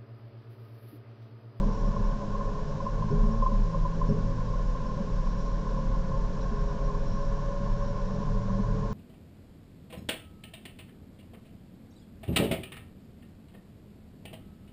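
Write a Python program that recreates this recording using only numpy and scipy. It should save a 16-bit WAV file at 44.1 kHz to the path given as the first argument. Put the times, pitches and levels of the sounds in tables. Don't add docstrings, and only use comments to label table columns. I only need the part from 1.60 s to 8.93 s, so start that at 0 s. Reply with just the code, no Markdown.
import sys
import numpy as np
from scipy import signal
from scipy.fft import rfft, irfft
from scipy.io import wavfile
from scipy.ndimage import map_coordinates

SR = 44100
rng = np.random.default_rng(int(sys.argv[2]) if len(sys.argv) > 2 else 0)


def boost(x):
    u = np.asarray(x, float) / 20
    return 10 ** u


def dump(signal):
    limited = np.clip(np.atleast_2d(signal).T, -1, 1)
    pcm = np.round(limited * 32767).astype(np.int16)
    wavfile.write(sys.argv[1], SR, pcm)


N = 323253


def unit(x):
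    return x / np.sqrt(np.mean(x ** 2) + 1e-20)


def along(points, hz):
    f, v = np.transpose(points)
    return np.interp(np.log(hz + 1), np.log(f + 1), v)


def curves(rows):
    s, *cols = np.transpose(rows)
    return [np.interp(np.arange(N) / SR, s, c) for c in cols]


def wobble(rate):
    coarse = np.arange(0, N + 64, 64)
    knots = rng.standard_normal(int(N * rate / SR) + 4)
    return np.interp(np.arange(N), coarse, map_coordinates(knots, [coarse * rate / SR]))


def peaks(modes, hz):
    return sum(boost(2 * db) / (1 + (2 * (hz - c) / w) ** 2) ** 2 for c, w, db in modes)


def coloured(x, power):
    m = 2 ** 15
    log_gain = np.log(power(np.fft.rfftfreq(m, 1 / SR)) + 1e-14) / 2
    cep = irfft(log_gain, m)
    cep[1:m // 2] *= 2
    cep[m // 2 + 1:] = 0
    response = irfft(np.exp(rfft(cep)), m)
    lead_in = x[m:0:-1]
    return signal.fftconvolve(np.r_[lead_in, x], response)[m:m + N]


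def tone(hz, level_db):
    phase = 2 * np.pi * np.cumsum(hz) / SR + rng.uniform(0, 2 * np.pi)
    return boost(level_db) * 2 ** .5 * np.sin(phase)


def orders(turns_hz, table, drift_db, drift_rate):
    return sum(tone(k * turns_hz, db + drift_db * wobble(drift_rate)) for k, db in table)


def lifted(turns_hz, multiples, modes, leak_db):
    at = np.arange(0, N, 64)
    table = []
    for k in multiples:
        power = peaks(modes, k * turns_hz[at]) + boost(2 * leak_db)
        table.append((k, np.interp(np.arange(N), at, 10 * np.log10(power))))
    return table


def swells(rows):
    t = np.arange(0, N + 64, 64) / SR
    power = sum(boost(2 * db) * np.exp(-((t - s) / half) ** 2) for s, db, half in rows) + 1e-12
    return np.interp(np.arange(N) / SR, t, 10 * np.log10(power))


def soft_start(t, rise):
    return 1 - np.exp(-(t / rise) ** 2)


def ringing(modes, t, rise):
    out = np.zeros(len(t))
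    for hz, db, t60 in modes:
        level_db = db + rng.normal(0, 1.2) - 60 * t / t60
        out += boost(level_db) * np.sin(2 * np.pi * hz * t)
    return out * soft_start(t, rise)


# pitch_hz, width_hz, level_db
SHELL_MODES = [(59.7, 20, -7), (83.4, 7.5, -8.5), (107.8, 15.5, 0.5), (144.6, 13.8, 0.5), (169, 25, -5.5),
               (194.4, 24, -4), (214.8, 17.4, -4), (259, 23, -14), (316.4, 31, -19.5), (414, 11.6, -9),
               (443, 23.6, -11.5), (508, 56, -16), (557.8, 44, -8), (645, 24, -24), (679, 36, -20.5),
               (804, 76, -27.5), (901, 30, -17), (1001, 82, -14), (1068.3, 46.4, -9.5), (1147, 34, -22),
               (1195, 25, -25), (1377, 45, -29.5), (1465, 100, -25), (1568, 37, -28.5), (1590, 24, -27.5),
               (1657, 80, -30.5), (1729, 71, -29), (1829, 47, -34.5), (2214, 88, -40.5)]
# pitch_hz, level_db
SKIN_PATH = [(5, -42.5), (30, -11.5), (100, -17.5), (240, -16), (360, -26.5), (700, -27.5), (1250, -35),
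             (1750, -40), (1950, -57), (5000, -87.5)]


def shell(hz):
    notch = 1 - 0.72 / (1 + ((hz - 938) / 14) ** 2)
    return (peaks(SHELL_MODES, hz) + boost(2 * along(SKIN_PATH, hz))) * np.clip(notch, .01, 1)


# time_s, firing_rate_hz
ENGINE_SPEED = [(0, 197.3), (.6, 203.2), (1.2, 210.8), (1.68, 217.6), (1.8, 225), (1.9, 192), (1.97, 186),
                (2.08, 164.5), (2.3, 163.7), (3.5, 171.9), (4.8, 180.3), (6, 187.6), (7.33, 195.4)]
# time_s, level_db
THROTTLE_LIFT = [
    (0, 0),
    (1.7, 0),
    (1.78, -16),
    (2.0, -16),
    (2.1, 0),
    (7.33, 0),
]
# pitch_hz, width_hz, order_rms_db
MOUNT_MODES = [(137, 7.7, -50), (147, 12, -48.5), (163.1, 11.1, -36.5), (177, 24, -43), (193.4, 9.3, -38.5),
               (202.2, 7, -38), (220.4, 11, -33.5), (411.4, 12, -50.5), (425, 28, -55), (439.2, 14, -45),
               (506, 37, -51), (533, 16, -47.5), (561.4, 20, -43), (660, 60, -65)]
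# multiple, level_db
WEAK_CYCLE_ORDERS = [(1, -25), (2, -19), (5, -7.5), (6, -3.5), (7, -2), (8, -1), (10, -9), (11, -7.5),
                     (13, -11), (14, -6.5), (15, -3), (16, -5), (18, -11.5), (19, -16.5), (20, -5.5),
                     (21, -15)]


def engine():
    cycle_hz = curves(ENGINE_SPEED)[0] / 4 * (1 + .0005 * wobble(12))
    table = lifted(cycle_hz, (4, 9, 3, 12), MOUNT_MODES, leak_db=-62.5)
    throttle_db = curves(THROTTLE_LIFT)[0]
    table = [(k, db + k % 2 * throttle_db) for k, db in table]
    strong = orders(cycle_hz, table, drift_db=1.1, drift_rate=12)
    weak = boost(-37.5) * orders(cycle_hz, WEAK_CYCLE_ORDERS, drift_db=3.0, drift_rate=6)
    return strong + coloured(weak, shell)


# time_s, wheel_turns_hz
ROAD_SPEED = [(0, 16.7), (1.7, 18.25), (2.3, 18.65), (3.5, 19.6), (4.8, 20.55), (6, 21.4), (7.33, 22.3)]
# pitch_hz, width_hz, order_rms_db
SUSPENSION_MODES = [(20.4, 7.4, -32.5), (39.6, 6, -34), (92, 17, -54), (104, 7.4, -47.5),
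                    (110.25, 4.5, -37.5), (114.3, 4, -38.5), (130, 14, -46.5)]
# multiple, level_db
WEAK_TYRE_ORDERS = [(3, 0.5), (4, -1.5), (7, -0.5), (8, -5), (9, -10)]


def wheels():
    turns_hz = curves(ROAD_SPEED)[0]
    table = lifted(turns_hz, (1, 2, 5, 6), SUSPENSION_MODES, leak_db=-57.5)
    strong = orders(turns_hz, table, drift_db=1.8, drift_rate=4)
    weak = boost(-42.5) * orders(turns_hz, WEAK_TYRE_ORDERS, drift_db=2.0, drift_rate=2.5)
    return strong + coloured(weak, shell)


# peak_s, level_db, pitch_hz
BOOM_SWELLS = [(0.044, -22, 33.26), (0.251, -21.5, 33.57), (0.463, -22.5, 33), (0.822, -26.5, 33.8),
               (1.316, -31, 33.73), (1.622, -18, 34.03), (1.854, -20.5, 32.5), (1.996, -20.5, 32.63),
               (2.193, -24.1, 33.06), (2.328, -30, 32.5), (2.45, -26, 33.45), (2.654, -27.5, 33.06),
               (2.978, -31, 36.6), (3.135, -27, 35.87), (3.626, -23, 33.59), (4.057, -28.4, 35.34),
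               (4.253, -27, 35.5), (4.404, -29.5, 36.16), (4.635, -27.5, 37.2), (4.998, -25.5, 37.24),
               (5.269, -25.8, 34.3), (5.464, -31.2, 36.2), (5.705, -28, 37), (5.889, -29, 34.4),
               (6.116, -25.5, 33.3), (6.409, -30.5, 34.8), (6.732, -26, 33.1), (6.957, -29.5, 33.65),
               (7.112, -26.6, 35.94), (7.285, -31.5, 36.2)]


def boom():
    half_length_s = 0.062
    pitch_hz = curves([(s, hz) for s, db, hz in BOOM_SWELLS])[0]
    level_db = swells([(s, db - 1.5, half_length_s) for s, db, hz in BOOM_SWELLS])
    return tone(pitch_hz, level_db)


# time_s, level_db
ROUGHNESS = [(0.0, -28.5), (0.69, -35.5), (1.47, -37), (1.65, -37.5), (2.08, -39.5), (2.59, -30.5),
             (2.86, -38), (3.55, -37), (4.41, -34), (6.33, -36.5), (7.33, -33.5)]
# pitch_hz, width_hz, level_db
RUMBLE_MODES = [(12, 8.4, -11.5), (27, 5.1, -1), (39.3, 7.4, -3)]


def road():
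    buzz_level_db, rough_share, revs_power = -41, .3, 1.2
    wind_level_db, speed_power = -56, 1.3
    rough_db = curves(ROUGHNESS)[0]
    revs = curves(ENGINE_SPEED)[0]
    speed = curves(ROAD_SPEED)[0]
    buzz_db = buzz_level_db + rough_share * (rough_db - rough_db.mean())
    buzz_db = buzz_db + revs_power * 20 * np.log10(revs / revs.mean())
    wind_db = wind_level_db + speed_power * 20 * np.log10(speed / speed.mean())

    def under(hz, edge_hz):
        return 1 / (1 + (hz / edge_hz) ** 8)

    def rumble_band(hz):
        return peaks(RUMBLE_MODES, hz)

    def drone_band(hz):
        return shell(hz) * under(hz, 298)

    def buzz_band(hz):
        return shell(hz) * (1 - under(hz, 312)) * under(hz, 1366)

    def wind_band(hz):
        return shell(hz) * (1 - under(hz, 1380))

    grit = rng.standard_normal((4, N))
    rumble = coloured(grit[0], rumble_band)
    drone = coloured(grit[1] * boost(1.9 * wobble(14)), drone_band)
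    buzz = coloured(grit[2] * boost(0.89 * wobble(40)), buzz_band)
    wind = coloured(grit[3], wind_band)
    bed = boost(rough_db - 3.0) * unit(drone)
    bed += boost(buzz_db - 0.65) * unit(buzz)
    bed += boost(wind_db + 2.5) * unit(wind)
    return boost(-38.5) * unit(rumble) + bed


# pitch_hz, level_db_per_hz
HISS_CURVE = [(1120, -23), (1900, -2), (2500, -3), (3900, -4), (4630, -4.5), (5540, -4.5), (6900, -8.5),
              (7500, -14), (8200, -24), (8700, -34), (9100, -51.5), (10000, -91)]


def camera_hiss():
    def hiss_band(hz):
        return boost(2 * along([(20, -10.0), *HISS_CURVE], hz))

    return boost(-59.0) * unit(coloured(rng.standard_normal(N), hiss_band))


# pitch_hz, rms_db
CLOCK_TONES = [(2000, -83), (3000, -80), (4000, -79), (5000, -78), (6000, -79), (7000, -83), (8000, -96)]


def camera_clock():
    t = np.arange(N) / SR
    return sum(boost(db) * 2 ** .5 * np.sin(2 * np.pi * hz * t) for hz, db in CLOCK_TONES)


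# start_s, floor_pan_db, firewall_db, roof_db
ROAD_JOINTS = [(.005, -36, -27, -32), (0.056, -44, -25.5, -39), (0.211, -46, -39, -33.5),
               (1.504, -23, -28, -22), (1.525, -28, -39, -49), (1.632, -34, -27.5, -33),
               (1.92, -45, -25, -43.5), (1.991, -45, -29, -40), (2.486, -27, -24, -21),
               (2.506, -23.5, -24.5, -44), (3.399, -42, -27, -38.5), (4.911, -46, -29.5, -30.5),
               (6.0, -37.5, -30, -54), (6.121, -36, -49, -51), (6.6, -45, -30.5, -49),
               (6.99, -42, -24.5, -47)]
# pitch_hz, level_db, t60_s
PAN_MODES = [(125, -8.5, 0.17), (152.2, 6.5, 0.15)]
# pitch_hz, level_db, t60_s
FIREWALL_MODES = [(201.4, 3.5, 0.17), (216, -8, 0.12), (260, -16, 0.18)]
# pitch_hz, level_db, t60_s
ROOF_MODES = [(412.3, -4.5, 0.39), (440, -9.5, 0.077), (500, -8, 0.072), (554, -10.5, 0.15)]


def joints():
    out = np.zeros(N + SR)
    t = np.arange(SR // 2) / SR
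    for s, pan_db, wall_db, roof_db in ROAD_JOINTS:
        hit = boost(pan_db) * ringing(PAN_MODES, t, rise=0.0044)
        hit += boost(wall_db) * ringing(FIREWALL_MODES, t, rise=0.0048)
        hit += boost(roof_db) * ringing(ROOF_MODES, t, rise=0.0087)
        out[round(s * SR):][:len(t)] += hit
    return out[:N]


# peak_s, level_db, low_ring_db
BRACKET_RATTLES = [(0.03, -26.5, -6), (0.0854, -35, -14), (0.3645, -25, -22), (0.7537, -29.5, -9),
                   (0.81, -24.5, -6), (0.8714, -33, 12), (1.2046, -31.5, -18), (1.265, -21.5, -5),
                   (1.4243, -26.5, 0), (1.6387, -27, -12), (1.8238, -20, 3), (1.8344, -26, -1),
                   (1.8632, -16, -23), (1.9167, -27.5, 8), (1.9453, -31.5, -2), (2.1333, -33, 2),
                   (2.1458, -24.5, 8), (2.2518, -23.5, -4), (2.4155, -21, -10), (2.9367, -32, -15),
                   (2.9934, -31, 5), (3.1502, -27.5, 4), (3.258, -30.5, 3), (3.6698, -38, -11),
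                   (4.0696, -29.5, 3), (4.175, -33, -4), (4.5171, -28.5, -16), (5.3009, -31, -16),
                   (6.3803, -32.5, 4), (6.6831, -34, -8)]
# pitch_hz, level_db, t60_s
BRACKET_MODES = [(1015.6, -13, 0.15), (1090, -19.5, 0.19), (1490, -32, .04), (1610, -31.5, .04)]


def rattles():
    chatter_hz, chatter_spread_hz = 1046.5, 12.4
    ticks_per_s, tick_db, tick_spread_db = 30, -41.5, 3.5
    out = np.zeros(N + SR)
    t = np.arange(SR // 5) / SR
    contact = t / .006 * np.exp(1 - t / .006) * soft_start(t, .0025)
    low_panel = np.sin(2 * np.pi * 548 * t)
    luck = rng.random((ticks_per_s * N // SR, 2))
    ticks = [(.01 + when * N / SR, tick_db + tick_spread_db * size, -8) for when, size in luck]
    for s, db, low_db in list(BRACKET_RATTLES) + ticks:
        hz = rng.normal(chatter_hz, chatter_spread_hz)
        chatter = contact * (np.sin(2 * np.pi * hz * t) + boost(low_db - 9) * low_panel)
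        hit = chatter + ringing(BRACKET_MODES, t, rise=0.0027)
        out[round((s - .0025) * SR):][:len(t)] += boost(db - 4.5) * hit
    return out[:N]


# peak_s, level_db, half_length_s
SQUEAK_BURSTS = [(.14, -62, 0.021), (.28, -67, .15), (1.2, -71, .1), (1.73, -67, .02), (3.8, -62, 0.11),
                 (3.94, -64, .02), (4.1, -68, .08), (4.82, -62.5, .04), (5.04, -65, .06), (5.27, -63, .03),
                 (5.57, -61, 0.094), (6.25, -63, 0.046), (6.47, -67, .1)]
# start_s, level_db, pitch_hz
TRIM_CHIRPS = [(0.195, -49, 5410), (1.506, -42.5, 5410), (1.72, -47, 5750), (1.8228, -54, 5170),
               (2.4896, -41, 5400), (2.7801, -59, 5400), (2.8539, -52, 5420), (3.2635, -49, 5340),
               (5.3462, -53, 5430), (5.4959, -56, 5560), (5.7871, -60, 5430), (6.1135, -49, 5450),
               (6.1724, -52, 5540), (6.2203, -48, 5500), (6.9017, -53, 5530)]


def trim():
    hum_rest_db, squeak_rest_db, hum_share = -73, -74, .4
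    chirps = np.zeros(N + SR)
    t = np.arange(SR // 10) / SR
    for s, db, hz in TRIM_CHIRPS:
        fade = boost(db - 6.5 - 60 * t / 0.062)
        chirps[round(s * SR):][:len(t)] += fade * np.sin(2 * np.pi * hz * t) * soft_start(t, 0.0023)
    squeak_db = 10 * np.log10(boost(2 * swells(SQUEAK_BURSTS)) + boost(2 * squeak_rest_db))
    hum_db = hum_rest_db + hum_share * (squeak_db - squeak_rest_db)

    def hum_band(hz):
        return peaks([(5410, 120, 0)], hz)

    def squeak_band(hz):
        return peaks([(5660, 90, -2.0), (5720, 150, -1), (5170, 150, -7.5), (4000, 540, -10)], hz)

    hum = coloured(rng.standard_normal(N) * boost(1.1 * wobble(80)), hum_band)
    squeak = coloured(rng.standard_normal(N) * boost(3.2 * wobble(50)), squeak_band)
    return chirps[:N] + boost(hum_db + 1.5) * unit(hum) + boost(squeak_db - 1.5) * unit(squeak)


def scene():
    return (engine() + wheels() + boom() + road() + joints() + rattles() + trim())[None]


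def top_cut(x):
    return signal.sosfilt(signal.butter(12, 9050, fs=SR, output="sos"), x)


def record(dry):
    mix = dry + camera_hiss() + camera_clock()
    return top_cut(mix)


dry = scene()
out = record(dry)
dump(out)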